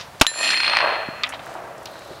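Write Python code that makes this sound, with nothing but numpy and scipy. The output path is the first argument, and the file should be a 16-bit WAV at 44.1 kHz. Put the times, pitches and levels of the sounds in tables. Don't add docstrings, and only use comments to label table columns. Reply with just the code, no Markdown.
import sys
import numpy as np
from scipy import signal
from scipy.fft import rfft, irfft
from scipy.io import wavfile
from scipy.ndimage import uniform_filter1d

SR = 44100
rng = np.random.default_rng(int(sys.argv[2]) if len(sys.argv) > 2 else 0)


def to_linear_factor(level_db):
    exponent = np.asarray(level_db, float) / 20
    return 10 ** exponent


def unload_wav(signal):
    wavfile.write(
        sys.argv[1],
        SR,
        np.round(np.clip(np.atleast_2d(signal).T, -1, 1) * 32767).astype(np.int16),
    )


N = 97020
SHOT_S, STRIKE_S = 0.21053, 0.2666

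# time_s, gain_db
RECORDER_GAIN = [
    (.212, -2),
    (.222, -17.5),
    (.27, -32.5),
    (.33, -37),
    (.4, -21),
    (.445, -15),
    (.52, -10.5),
    (.6, -8),
    (.72, -3.5),
]


def read(points, hz):
    f, value = np.transpose(points)
    return np.interp(np.log(hz + 1), np.log(f + 1), value)


def curve(points, t):
    return np.interp(t, *np.transpose(points))


def evened(x):
    return x / np.sqrt(np.mean(x ** 2) + 1e-20)


def peaked(db, x):
    return to_linear_factor(db) * x / abs(x).max()


def decay(t, t60):
    return to_linear_factor(-60 * t / t60)


def coloured(x, points):
    response = to_linear_factor(read(points, np.fft.rfftfreq(len(x), 1 / SR)))
    return evened(irfft(rfft(x) * response, len(x)))


def flattened(x):
    z = rfft(x)
    power = abs(z) ** 2
    return irfft(z / np.sqrt(power + 0.068 * np.mean(power)), len(x))


def resonance(x, hz, width, order=3):
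    edges = [hz / (1 + width / 2), min(hz * (1 + width / 2), .45 * SR)]
    return signal.sosfilt(signal.butter(order, edges, "bandpass", fs=SR, output="sos"), x)


def slow_noise(length_s):
    size = max(round(length_s * SR), 1)
    return evened(uniform_filter1d(uniform_filter1d(rng.standard_normal(N), size), size))


def add(mix, s, sound):
    part = mix[round(s * SR):][:len(sound)]
    part += sound[:len(part)]


def before_gain(x):
    return x / to_linear_factor(curve(RECORDER_GAIN, np.arange(N) / SR))


def burst(db, hz, t60, width):
    t = np.arange(8192) / SR
    puff = rng.standard_normal(len(t)) * decay(t, t60) * np.minimum(t / 0.00012, 1)
    click = 2 * np.exp(-(t * hz * 8 - 2) ** 2)
    return peaked(db, resonance(puff + click, hz, width))


def air():
    # frequency_hz, density_db
    floor_colour = [(20, -82), (55, -57), (95, 7.5), (140, -4), (330, -13.5), (650, -2.5), (2500, -16),
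                    (15700, -32.5), (16200, -60)]
    a, b, patches = rng.standard_normal((N // 256 + 5, 513, 3)).T
    patches = evened(uniform_filter1d(uniform_filter1d(patches, size=10, axis=0), size=10, axis=1))
    level_db = read(floor_colour, np.fft.rfftfreq(1024, 1 / SR))[:, None] + 0.8 * patches
    z = (a + 1j * b) * to_linear_factor(level_db)
    return to_linear_factor(-41) * evened(signal.istft(z, nperseg=1024, noverlap=768)[1][:N])


def groan():
    # start_s, pitch_hz, level_db
    glide = [
        (1.14, 201, -60),
        (1.199, 234.4, -48),
        (1.299, 270, -45.5),
        (1.4, 282.4, -47),
        (1.46, 283, -65),
    ]
    t = np.arange(N) / SR
    s, hz, db = np.transpose(glide)
    phase = 2 * np.pi * np.cumsum(np.interp(t, s, hz)) / SR
    return to_linear_factor(np.interp(t, s, db, -120, -120)) * np.sin(phase)


def rustle():
    hz, width_hz = 3970, 690
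    b, a = signal.iirpeak(hz, hz / width_hz, SR)
    noise = evened(signal.lfilter(b, a, rng.standard_normal(N)))
    return before_gain(to_linear_factor(-50.5) * noise * (np.arange(N) / SR > 1.86))


def shuffle():
    start_s, length_s = 1.4, 0.19
    # frequency_hz, density_db
    cloth_colour = [(1200, -3), (2600, 0), (5000, -8), (10000, -15.5), (16000, -44)]
    u = np.clip((np.arange(N) / SR - start_s) / length_s, 0, 1)
    shape = np.sqrt(np.sin(np.pi * u) + 1e-12) * (u < 1)
    return to_linear_factor(-42) * shape * scatter(567, 0.5, cloth_colour)


def thud():
    u = (np.arange(N) / SR - 1.089) / 0.00094
    return before_gain(-to_linear_factor(-20.5) * (1 - 0.96 * u ** 2) * np.exp(-u ** 2 / 2))


def ticks():
    # start_s, peak_db, pitch_hz, t60_s
    gear = [(.0, -28.5, 1340, 0.28), (.0, -25.5, 3530, 0.23), (0.01, -24.5, 3700, 0.045),
            (0.199, -25, 4470, 0.035), (1.27, -43, 5900, 0.023), (1.46, -38, 9070, 0.023),
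            (1.504, -45, 9000, 0.021), (1.539, -37, 7800, 0.012), (1.83, -41, 7050, 0.022),
            (1.8566, -30, 9400, 0.013), (1.78, -41, 6000, 0.027), (1.913, -42, 9700, 0.028),
            (1.938, -41, 7940, 0.011), (1.992, -37.5, 7300, 0.022), (2.048, -44.5, 9000, 0.018),
            (2.075, -42.5, 8000, .03)]
    mix = np.zeros(N)
    for s, db, hz, t60 in gear:
        add(mix, s, burst(db, hz, t60, 1.13))
    return before_gain(mix)


def clack():
    t = np.arange(4096) / SR
    return to_linear_factor(-15) * decay(t, 0.05) * np.sin(2 * np.pi * 1240 * t)


def rattles():
    # start_s, peak_db, pitch_hz, hold_s, t60_s
    chatter = [
        (1.2357, -7.5, 2580, 0.0041, .05),
        (1.2604, -24, 2400, 0.0049, .06),
        (1.269, -36, 4200, 0.0033, 0.037),
        (1.322, -24.5, 2180, 0.0068, 0.034),
        (1.336, -26, 2800, 0.0057, 0.097),
        (1.392, -30, 2690, 0.0058, 0.045),
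        (1.8578, -24.5, 3720, 0.0024, 0.014),
        (1.867, -31.5, 3320, 0.0098, .03),
        (2.1, -30.5, 415, 0.033, 0.085),
    ]
    mix, t = np.zeros(N), np.arange(8192) / SR
    for s, db, hz, hold, t60 in chatter:
        shape = np.minimum(t / .001, 1) * decay(np.maximum(t - hold, 0), t60)
        puff = resonance(rng.standard_normal(len(t)) * shape, hz, 0.88)
        add(mix, s, peaked(db, puff))
    return before_gain(mix)


def grainy():
    return 1 / (1 + np.exp((np.arange(N) / SR - 1.1) / (.35 / 2))) * .7 + .3


def clumps():
    return to_linear_factor(0.5 * grainy() * slow_noise(0.015))


def scatter(per_s, spread_db, colour):
    size = to_linear_factor(spread_db * np.minimum(rng.exponential(1, N), 4)) * (rng.random(N) < per_s / SR)
    smear = rng.standard_normal(512) * decay(np.arange(512) / SR, 0.01)
    signs = rng.choice([-1., 1.], N)
    clicks = evened(signal.oaconvolve(size * signs, flattened(smear))[:N])
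    return coloured(clicks + to_linear_factor(-9) * rng.standard_normal(N), colour)


def hillside():
    # frequency_hz, density_db
    roll_colour = [(150, -44), (320, -12.5), (470, -11.5), (630, 1), (900, -0.5), (1100, -7), (1600, -6.5),
                   (4000, -53)]
    hz, t, z = signal.stft(scatter(700, 5 * grainy(), roll_colour), SR, nperseg=1024)
    loss_db = 11 * np.log2(hz / 900 + .25)[:, None] * np.maximum(t - 1, 0)
    return signal.istft(z * to_linear_factor(-loss_db), SR, nperseg=1024)[1][:N]


def trees():
    # frequency_hz, density_db
    tree_colour = [(300, -38), (850, -8.5), (1500, -8), (2100, -4), (2550, 0), (3100, -5.5), (4800, -12.5),
                   (7000, -25), (14000, -57)]
    # frequency_hz, loss_db_per_s of travel
    air_loss = [(200, -2), (800, -15), (2000, 9.5), (4000, 26), (8000, 74), (16000, 81)]
    hz, t, z = signal.stft(scatter(1800, 4 * grainy(), tree_colour), SR, nperseg=256)
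    loss_db = np.maximum(read(air_loss, hz), 0)[:, None] * (t - .5)
    return signal.istft(z * to_linear_factor(-loss_db), SR, nperseg=256)[1][:N]


def slope():
    # time_s, trees_db, hillside_db
    returns = [(.27, -7, -16.5), (.33, -9.5, -6.5), (.39, -14, -11.5), (.45, -11, -19), (.55, -15.5, -37),
               (0.632, -19.5, -43), (0.678, -19.5, -26), (.74, -19.5, -31.5), (0.852, -16.5, -20.5),
               (0.922, -17.5, -21.5), (1.02, -22.5, -26.5), (1.15, -27, -33.5), (1.3, -24, -36),
               (1.45, -38, -31), (1.6, -29.5, -27.5), (1.8, -32, -33), (2.2, -31, -37.5)]
    t = np.arange(N) / SR
    s, trees_db, hill_db = np.transpose(returns)
    near = trees() * clumps() * to_linear_factor(np.interp(t, s, trees_db))
    far = hillside() * clumps() * to_linear_factor(np.interp(t, s, hill_db))
    return (near + far) * (t > STRIKE_S)


def slaps():
    # start_s, peak_db, pitch_hz, t60_s
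    slap_events = [(.2475, -16, 1020, .008), (0.2547, -21, 1620, 0.018), (.3405, -23, 1990, .012),
                   (.439, -12.5, 2520, .012), (.5355, -10.5, 1480, 0.0087), (.5435, -7, 2500, .01),
                   (.5485, -9, 2600, .01), (0.6657, -5.5, 2650, 0.0093), (.7365, -9, 1020, 0.039),
                   (0.7634, -9, 2300, .01), (.8025, -14, 870, 0.018), (.810, -12, 1175, 0.026),
                   (.8275, -10, 820, 0.031), (.8535, -18, 1530, 0.01), (.860, -7.5, 870, 0.021),
                   (.874, -17, 895, 0.015), (.898, -18, 860, 0.016), (.9045, -15, 860, 0.049),
                   (1.2348, -8.5, 3440, 0.0071), (1.2905, -28, 7400, 0.074), (1.303, -24, 1390, 0.019),
                   (1.336, -19.5, 870, 0.016), (1.467, -25.5, 1510, 0.022), (1.553, -19, 920, .015),
                   (1.955, -29, 1300, 0.027), (2.02, -33.5, 1990, .015), (1.8566, -23, 4020, 0.02),
                   (2.133, -35, 2230, .02)]
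    mix = np.zeros(N)
    for s, db, hz, t60 in slap_events:
        add(mix, s, burst(db, hz, t60, 0.84))
    return before_gain(mix)


def echoes():
    # start_s, peak_db
    faces = [
        (.481, -12),
        (0.5045, -8),
        (0.525, -20),
        (0.574, -8.5),
        (0.6031, -6),
        (.633, -6),
        (0.645, -8),
        (0.648, -12),
    ]
    posts_db = [-7.5, -3.5, -8, -12, -5.5, -7, -2, -6.5, -7.5, -13.5, -20.5, -32]
    # frequency_hz, density_db
    face_colour = [(400, -32.5), (1000, -2.5), (1800, -0.5), (2550, 3.5), (3200, -3.5), (4800, -1.5),
                   (7000, -30), (12000, -53)]
    lead_s, hold_s, t60 = .005, 0.0012, 0.017
    first_post_s, post_step_s = .6612, .01805
    mix, t = np.zeros(N), np.arange(2048) / SR
    posts = [(first_post_s + k * post_step_s, db) for k, db in enumerate(posts_db)]
    hz, colour_db = np.transpose(face_colour)
    for s, db in faces + posts:
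        dulled = np.transpose([hz, colour_db - 23.5 * (s - .6) * np.log2(hz / 1000)])
        shape = (t > lead_s) * decay(np.maximum(t - lead_s - hold_s, 0), t60)
        click = 3.8 * (np.round((t - lead_s) * SR) == 8)
        puff = coloured(rng.standard_normal(len(t)) * shape + click, dulled)
        add(mix, s - lead_s, peaked(db, puff))
    return before_gain(mix)


def front():
    t = np.arange(SR) / SR
    rumble = resonance(rng.standard_normal(SR), 278, 0.86, order=2)
    return to_linear_factor(-19) * decay(t, 0.96) * evened(rumble)


def strike():
    # frequency_hz, density_db
    crack_colour = [(120, -51), (200, -35), (3760, 3.5), (4440, -14), (5340, -2), (11200, -24),
                    (16500, -40)]
    t = np.arange(N) / SR
    u = t / .00007 - 3
    snap = -to_linear_factor(28) * np.sin(u) * np.exp(-u ** 2 / 8)
    return snap + to_linear_factor(23.5) * decay(t, 0.012) * coloured(rng.standard_normal(N), crack_colour)


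def flutter():
    return to_linear_factor(1.9 * slow_noise(0.0033))


def plate():
    # level_db, t60_s, swell_s
    modes = [(12.5, 0.18, 0.0086), (12, 0.52, 0.21), (15, 0.17, 0.0019), (3.5, 1.186, 0.2),
             (4.5, 0.62, 0.062), (-24, .3, 0.0027), (9.5, 0.44, 0.0022), (-11.5, 0.71, 0.039),
             (-12.5, 0.92, 0.047), (4.5, 0.38, 0.0039), (-5, 0.58, 0.066), (-31, 0.4, .05),
             (-23, 0.61, 0.018), (-1.5, 1, 0.1)]
    modes_hz = [1798, 1846, 4058, 4236, 4270, 6751, 7260, 8546, 8730, 10733, 11022, 11370, 14130, 2508]
    sag, sag_s = .003, .04
    t = np.arange(N) / SR
    bent = t - sag * sag_s * (1 - np.exp(-t / sag_s))
    ring = np.zeros(N)
    for hz, (db, t60, swell) in zip(modes_hz, modes):
        level = to_linear_factor(db) * decay(t, t60) * (1 - np.exp(-(t / swell) ** 2))
        waver = flutter() ** np.minimum(t / 0.21, 1)
        ring += waver * level * np.sin(2 * np.pi * hz * bent)
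    swing = np.cos(np.pi * 2.1 * (t + STRIKE_S - .52)) ** 2
    ring += to_linear_factor(-13) * decay(t, 1.6) * swing * np.sin(2 * np.pi * modes_hz[0] * bent)
    return ring * to_linear_factor(-150 * np.maximum(t + STRIKE_S - 1.23, 0))


def shot():
    # frequency_hz, density_db
    blast_colour = [(60, -70), (350, -11.5), (620, -6.5), (900, -1.5), (2000, -6.5), (2700, -2.5),
                    (11300, -24.5), (16500, -53)]
    rise_s, hold_s, dc_s = 0.0032, 0.0047, .011
    t = np.arange(8192) / SR
    after = np.maximum(t - rise_s - hold_s, 0)
    shape = np.minimum(t / rise_s, 1) ** 3 * (decay(after, 0.025) + to_linear_factor(-7) * decay(after, 0.24))
    roar = to_linear_factor(5.5) * shape * coloured(rng.standard_normal(len(t)), blast_colour)
    u = np.maximum(t - rise_s, 0)
    push = -to_linear_factor(6) * decay(u, .045) * np.sin(2 * np.pi * 280 * u)
    pressure = -to_linear_factor(-2) * (u > 0) * (1 - u / dc_s) * np.exp(-u / dc_s)
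    sub = to_linear_factor(-5.5) * decay(u, 0.097) * np.sin(2 * np.pi * 30 * u)
    return roar + push + pressure + sub


def scene():
    mix = air() + groan() + rustle() + shuffle() + thud() + ticks() + rattles()
    mix += slope() + slaps() + echoes()
    add(mix, 1.236, clack())
    add(mix, STRIKE_S, front())
    add(mix, STRIKE_S, strike())
    add(mix, STRIKE_S, plate())
    add(mix, SHOT_S, shot())
    return mix[None]


def roll_off(x):
    return signal.sosfilt(signal.butter(12, 16620, fs=SR, output="sos"), x)


def record(dry):
    ducked = dry * to_linear_factor(curve(RECORDER_GAIN, np.arange(N) / SR))
    noisy = ducked + to_linear_factor(-10.5) * air()
    return roll_off(np.clip(noisy, -.71, .71))


dry = scene()
out = record(dry)
unload_wav(out)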